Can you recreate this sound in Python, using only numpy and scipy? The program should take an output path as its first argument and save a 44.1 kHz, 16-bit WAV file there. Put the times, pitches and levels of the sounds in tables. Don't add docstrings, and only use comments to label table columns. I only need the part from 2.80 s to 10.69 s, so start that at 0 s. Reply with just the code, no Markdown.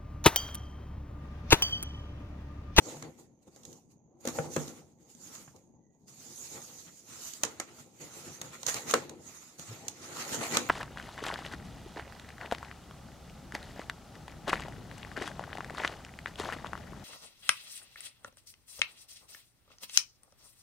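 import sys
import numpy as np
from scipy import signal
from scipy.fft import rfft, irfft, next_fast_len
from scipy.io import wavfile
from scipy.ndimage import uniform_filter1d, map_coordinates

SR = 44100
rng = np.random.default_rng(int(sys.argv[2]) if len(sys.argv) > 2 else 0)


def to_wav(s):
    ch = np.atleast_2d(s).T
    pcm = np.round(np.clip(ch, -1, 1) * 32767)
    wavfile.write(sys.argv[1], SR, pcm.astype(np.int16))


N = 347949

# mode_hz, relative_db, t60_s
BOX_MODES = [(89, -1, .2), (127, -0.5, 0.26), (151.7, 7.5, 0.28), (188, -13.5, 0.097), (241.6, 8, 0.153),
             (297.6, 4.5, 0.17), (348, 3, 0.12), (413, -11, 0.057), (450.7, 2.5, 0.17),
             (492.8, 7.5, 0.1247), (529.3, 6, 0.07), (628, -3, 0.13), (796, 1, .12), (831, -2, 0.018)]


def amp(db):
    return 10 ** (np.asarray(db) / 20)


def unit_rms(x):
    return x / np.sqrt(np.mean(x ** 2) + 1e-20)


def along(points, hz):
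    point_hz, values = np.transpose(points)
    return np.interp(np.log(hz + 1), np.log(point_hz + 1), values)


def wobble(knots_per_s):
    knots = rng.standard_normal(int(N * knots_per_s / SR) + 4)
    return map_coordinates(knots, [np.arange(N) * knots_per_s / SR])


def filtered(x, response):
    size = next_fast_len(N + SR // 2)
    return irfft(rfft(x, size) * response(np.fft.rfftfreq(size, 1 / SR)), size)[..., :N]


def textured_noise(spectrum, patchy_db, grit_db=0):
    # frequency_hz, coherence
    coherence = [(60, 0.83), (300, 0.76), (700, 0.71), (1400, 0.27), (3000, 0.0017)]
    grains = rng.standard_normal((2, N)) * amp(grit_db * wobble(700))
    cells = signal.stft(grains, nperseg=512)[2]
    patches = uniform_filter1d(rng.standard_normal(cells.shape[1:]), 6, axis=0)
    patches = unit_rms(uniform_filter1d(patches, 8, axis=1))
    pair = signal.istft(cells * amp(patchy_db * patches), nperseg=512)[1][:, :N]

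    def mid_side_gains(hz):
        angle = np.arccos(np.clip(along(coherence, hz), -1, 1)) / 2
        return amp(along(spectrum, hz)) * [np.cos(angle), np.sin(angle)]

    mid, side = filtered(pair, mid_side_gains)
    return unit_rms(np.array([mid + side, mid - side]))


def hum():
    # frequency_hz, relative_db
    spectrum = [(25, -12), (127, 1), (240, 2.5), (350, -4), (600, -14), (900, -14.5), (1300, -38),
                (2200, -37.5), (5500, -50), (6100, -24.5), (6700, -15.5), (7600, -63.5), (16000, -54)]
    return amp(-64 + 1.14 * wobble(6.5)) * textured_noise(spectrum, patchy_db=2, grit_db=2.5)


def whistle():
    peak_s, spread_s, pitch_hz, width_hz, level_db = 3.09, 0.07, 1950, 45, -88
    band = filtered(rng.standard_normal(N), lambda hz: np.exp(-0.5 * ((hz - pitch_hz) / width_hz) ** 2))
    t = np.arange(N) / SR - peak_s
    return amp(level_db) * np.exp(-0.5 * (t / spread_s) ** 2) * unit_rms(band)


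def room(x):
    # frequency_hz, t60_s
    decay_times = [(150, 0.3), (1000, 0.11), (5000, 0.21), (12000, 0.1)]
    block, delay_samples = SR // 3, 350
    reverb = np.zeros((2, N + SR))
    for start in range(0, N, block):
        hz, t, cells = signal.stft(rng.standard_normal((2, SR // 3)), SR, nperseg=256)
        decay = amp(-60 * t / along(decay_times, hz)[:, None])
        tail = signal.istft(cells * decay, SR, nperseg=256)[1]
        wet = signal.fftconvolve(x[:, start:start + block], tail / np.linalg.norm(tail[0]), axes=1)
        arrival = start + delay_samples
        reverb[:, arrival:arrival + wet.shape[1]] += wet
    return reverb[:, :N]


def wall_push():
    peak_s, spread_s, pitch_hz, level_db = 6.912, 0.016, 112, -38.5
    t = np.arange(N) / SR - peak_s
    return amp(level_db) * np.exp(-0.5 * (t / spread_s) ** 2) * np.sin(2 * np.pi * pitch_hz * t)


def stroke_levels():
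    # peak_s, rise_s, fall_s, hiss_db, scrape_db, rumble_db
    strokes = [(.094, 0.2, 0.25, -50, -54, -46.5), (.25, 0.058, 0.076, -71.5, -55, -47),
               (.394, 0.026, .07, -57.5, -69, -54.5), (.63, 0.02, .03, -74, -103, -63),
               (.68, 0.019, 0.027, -61, -69, -54), (.776, 0.12, 0.25, -64, -72, -62),
               (.93, 0.18, 0.11, -58, -76, -59), (1.116, 0.038, 0.059, -68.5, -95, -64.5),
               (1.41, 0.013, 0.033, -60.5, -90, -69), (1.488, 0.049, 0.045, -43.5, -47.5, -41.5),
               (1.56, 0.086, 0.22, -45.5, -53.5, -43.5), (1.66, 0.19, 0.074, -63, -60.5, -42.5),
               (1.74, 0.07, 0.18, -46.5, -67, -61), (1.82, 0.12, 0.16, -49, -56, -45),
               (1.901, 0.08, 0.2, -56, -61, -59), (2.22, 0.052, 0.23, -68, -76, -62.5),
               (2.3, 0.046, 0.13, -58.5, -91, -77), (2.432, 0.087, 0.29, -52.5, -84, -60.5),
               (2.56, 0.16, 0.17, -51, -58.5, -59.5), (2.759, 0.025, .07, -63.5, -71, -55.5),
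               (3.281, 0.016, 1, -57, -70, -66.5), (3.42, 0.09, 0.36, -52.5, -64, -60.5),
               (3.62, 0.24, 0.73, -45.5, -84, -84), (3.784, 0.17, 0.065, -56, -53.5, -50),
               (3.915, 0.065, 0.23, -52.5, -61, -58), (4.082, 0.031, 0.044, -74.5, -53.5, -62),
               (4.301, .07, 0.44, -53, -57, -60), (4.458, 0.22, 0.31, -44.5, -60.5, -78),
               (4.68, 0.13, 0.22, -57.5, -54, -50.5), (4.83, 0.05, 0.11, -58.5, -53.5, -62),
               (5.0, 0.17, 0.12, -54.5, -59, -55), (5.21, 0.022, 0.22, -50.5, -55.5, -53),
               (5.36, 0.083, 0.24, -50, -58.5, -58.5), (5.5, 0.38, 0.18, -48, -54.5, -54.5),
               (5.65, 0.048, 0.093, -51.5, -54.5, -47.5), (5.75, 0.086, 0.078, -52, -51.5, -65),
               (5.82, .06, .1, -56, -63, -58), (5.889, 0.038, 0.15, -35, -40, -49.5),
               (5.959, 0.065, 0.17, -44, -45, -46.5), (6.101, 0.057, 0.13, -38.5, -41.5, -45),
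               (6.199, 0.15, 0.23, -61, -52, -43.5), (6.5, 0.15, 0.47, -52, -60, -68.5),
               (6.787, .012, 0.53, -52, -58, -57), (6.93, 0.16, 0.11, -53.5, -52, -54.5),
               (7.07, 0.34, .1, -58, -57, -53), (7.25, 0.19, 0.26, -50.5, -52.5, -54),
               (7.406, 0.13, 0.091, -42, -42, -46), (7.535, 0.13, 0.092, -39, -42, -41),
               (7.63, 0.077, 0.25, -39.5, -39, -42.5), (7.75, 0.076, 0.077, -37, -36.5, -40),
               (7.82, 0.077, 0.26, -51.5, -51.5, -47)]
    peak_s, rise_s, fall_s, hiss_db, scrape_db, rumble_db = np.transpose(strokes)[:, :, None]
    t = np.arange(0, N + 64, 64) / SR
    distance = np.where(t < peak_s, (peak_s - t) / rise_s, (t - peak_s) / fall_s)
    flank = distance ** 1.13

    def envelope(peak_db, drop_db):
        power = np.sum(amp(peak_db - drop_db * flank) ** 2, axis=0)
        return np.interp(np.arange(N) / SR, t, 10 * np.log10(power + 1e-14))

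    return envelope(hiss_db, 20), envelope(scrape_db, 20), envelope(rumble_db, 14.4)


def fibre_crackle(force):
    tears_per_s, t60_s = 150, 0.008
    tears = (rng.random(N) < tears_per_s / SR) * rng.exponential(0.7, N)
    decay = amp(-60 * np.arange(900) / SR / t60_s)
    return 1 + force * signal.fftconvolve(tears, decay)[:N]


def wall_rumble(force):
    # frequency_hz, relative_db
    spectrum = [(18, -96), (30, -32.5), (81, -4.5), (283, -5.5), (355, -3), (432, -6), (639, -13),
                (711, -7), (1100, -14.5), (1430, -25), (2420, -120)]
    bandwidth_hz, taut_cutoff_hz = 30, 400

    def resonances(hz):
        damping = 1j * bandwidth_hz * hz
        return 0.97 + sum(amp(db) * damping / (mode_hz ** 2 - hz ** 2 + damping)
                          for mode_hz, db, _ in BOX_MODES)

    drive = textured_noise(spectrum, patchy_db=2.5, grit_db=-0.5)
    slack = unit_rms(filtered(drive, resonances))
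    taut = filtered(slack, lambda hz: 1j * hz / (taut_cutoff_hz + 1j * hz))
    return (1 - 0.5 * force) * slack + 1.21 * force * taut


def rubbing():
    # frequency_hz, relative_db
    hiss_spectrum = [(1180, -16.5), (2000, -15), (3200, -12.5), (3460, -11), (4300, -8.5), (5630, -6),
                     (6640, 1), (8480, -8.5), (13300, -15), (14700, -11.5), (16000, -50.5)]
    # frequency_hz, relative_db
    scrape_spectrum = [(350, -55.5), (600, -16.5), (632, 3), (711, -9.5), (1340, 1), (1620, -6.5),
                       (1910, -2), (3500, -9), (4550, -6.5), (7700, -120)]
    hiss_db, scrape_db, rumble_db = stroke_levels()
    grip = wobble(35)
    force = np.clip((scrape_db + 58) / 18, 0, 1)
    crackle = fibre_crackle(force)
    hiss = amp(hiss_db + 1.33 * grip) * textured_noise(hiss_spectrum, patchy_db=3, grit_db=0.5)
    scrape = amp(scrape_db + 1.97 * grip) * textured_noise(scrape_spectrum, patchy_db=2.5, grit_db=1)
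    rumble = wall_rumble(force) * amp(rumble_db + 1.6 * wobble(25))
    return crackle * (hiss + scrape) + rumble


def thud(t, panel_hz):
    mode_hz, mode_db, t60_s = np.transpose(BOX_MODES)[:, :, None]
    octaves = np.log2(mode_hz / panel_hz)
    coupling_db = np.minimum(-14 * octaves, 15 * octaves) + rng.normal(0, 2.4, mode_hz.shape)
    phase = rng.uniform(0, 1.5, mode_hz.shape) + rng.normal(0, 0.25, (2, *mode_hz.shape))
    decay = amp(mode_db + coupling_db - 60 * t / t60_s)
    ring = np.sum(decay * np.sin(2 * np.pi * mode_hz * t + phase), axis=1)
    ring *= 1 + 1.67 * amp(-60 * t / 0.04)
    rise = 1 - np.exp(-t / 0.0017)
    return rise * ring / np.abs(ring).max()


def snaps():
    # start_s, crack_db, slap_db, thud_db, panel_hz
    events = [(0.1668, -41.5, -44, -33.5, 135), (0.2236, -33, -33, -35, 163), (0.7608, -45, -54, -41, 447),
              (0.833, -43, -59, -48, 101), (0.851, -34.5, -75, -61, 291), (0.9274, -40, -64, -42.5, 238),
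              (1.4523, -28, -34, -17, 470), (1.4727, -20.5, -27, -16.5, 263), (1.586, -38, -24.5, -9, 627),
              (1.594, -58.5, -48, -20, 145), (1.7628, -21, -20, -9.5, 400), (1.772, -49, -45, -15, 174),
              (1.8786, -32.5, -58, -28.5, 232), (2.349, -45, -76, -43, 240), (2.551, -33.5, -47, -46, 145),
              (2.6774, -61, -43.5, -38.5, 130), (2.762, -47, -79.5, -54.5, 148.6),
              (4.5349, -29, -65, -43.5, 237), (4.6339, -11.5, -17, -22, 315), (4.6497, -22, -53, -21, 330),
              (4.7986, -19.5, -24.5, -28, 345), (5.614, -23, -31, -37, 143), (5.8299, -26, -35.5, -39, 530),
              (5.8647, -15.5, -32.5, -37, 509), (5.883, -23, -25.5, -29, 490), (5.9418, -19, -30, -29, 531),
              (6.109, -18.5, -29, -42, 848), (6.1379, -10.5, -9.5, -4, 505), (6.2937, -31, -41, -46, 350),
              (6.794, -31.5, -40, -35, 139), (7.0812, -19.5, -44, -53, 288), (7.5436, -24.5, -43, -20, 358),
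              (7.6106, -45, -25.5, -26.5, 355), (7.7695, -9, -14, -15, 335)]
    # frequency_hz, relative_db
    crack_spectrum = [(1180, -27), (2000, -18.5), (4120, -5.5), (5030, -11), (6530, -1), (10800, -18),
                      (13200, -16.5), (16000, -34)]
    # frequency_hz, relative_db
    slap_spectrum = [(410, -35), (560, -6.5), (700, -6), (926, -8.5), (1260, -3.5), (3200, -18.5),
                     (4160, -41), (7040, -120)]
    rise_s, crack_t60_s, slap_t60_s, tail_t60_s = 0.001, 0.017, 0.018, 0.17
    t = np.arange(SR // 3) / SR
    rise = (1 - np.exp(-t / rise_s)) ** 2
    slap_decay = amp(-60 * t / slap_t60_s) + amp(-20 - 60 * t / tail_t60_s)
    crack_envelope, slap_envelope, thuds = np.zeros((3, 2, N + SR))
    for start_s, crack_db, slap_db, thud_db, panel_hz in events:
        start = round(start_s * SR)
        span = slice(start, start + len(t))
        crack_envelope[:, span] += amp(crack_db - 60 * t / crack_t60_s) * rise
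        slap_envelope[:, span] += amp(slap_db) * rise * slap_decay
        thuds[:, span] += amp(thud_db) * thud(t, panel_hz)
    cracks = crack_envelope[:, :N] * textured_noise(crack_spectrum, patchy_db=0.54)
    slaps = slap_envelope[:, :N] * textured_noise(slap_spectrum, patchy_db=2)
    return cracks + slaps + thuds[:, :N]


def scene():
    hits = snaps()
    return hum() + rubbing() + wall_push() + whistle() + hits + amp(-12) * room(hits)


def record(dry):
    # frequency_hz, left_minus_right_db
    imbalance = [(100, 0), (250, 3), (1300, 0.5), (4500, 1), (5800, -6), (6800, -11), (8200, 0), (10000, 0),
                 (15000, -1)]
    left_lead_s, low_cut_hz, top_hz = 0.00008, 40, 15800
    share = np.array([[0.5], [-0.5]])

    def ports(hz):
        colour = amp(along(imbalance, hz) * share)
        timing = np.exp(2j * np.pi * hz * left_lead_s * share)
        high_pass = (1j * hz / (low_cut_hz + 1j * hz)) ** 2
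        return colour * timing * high_pass * (hz < top_hz)

    return filtered(dry, ports)


dry = scene()
out = record(dry)
to_wav(out)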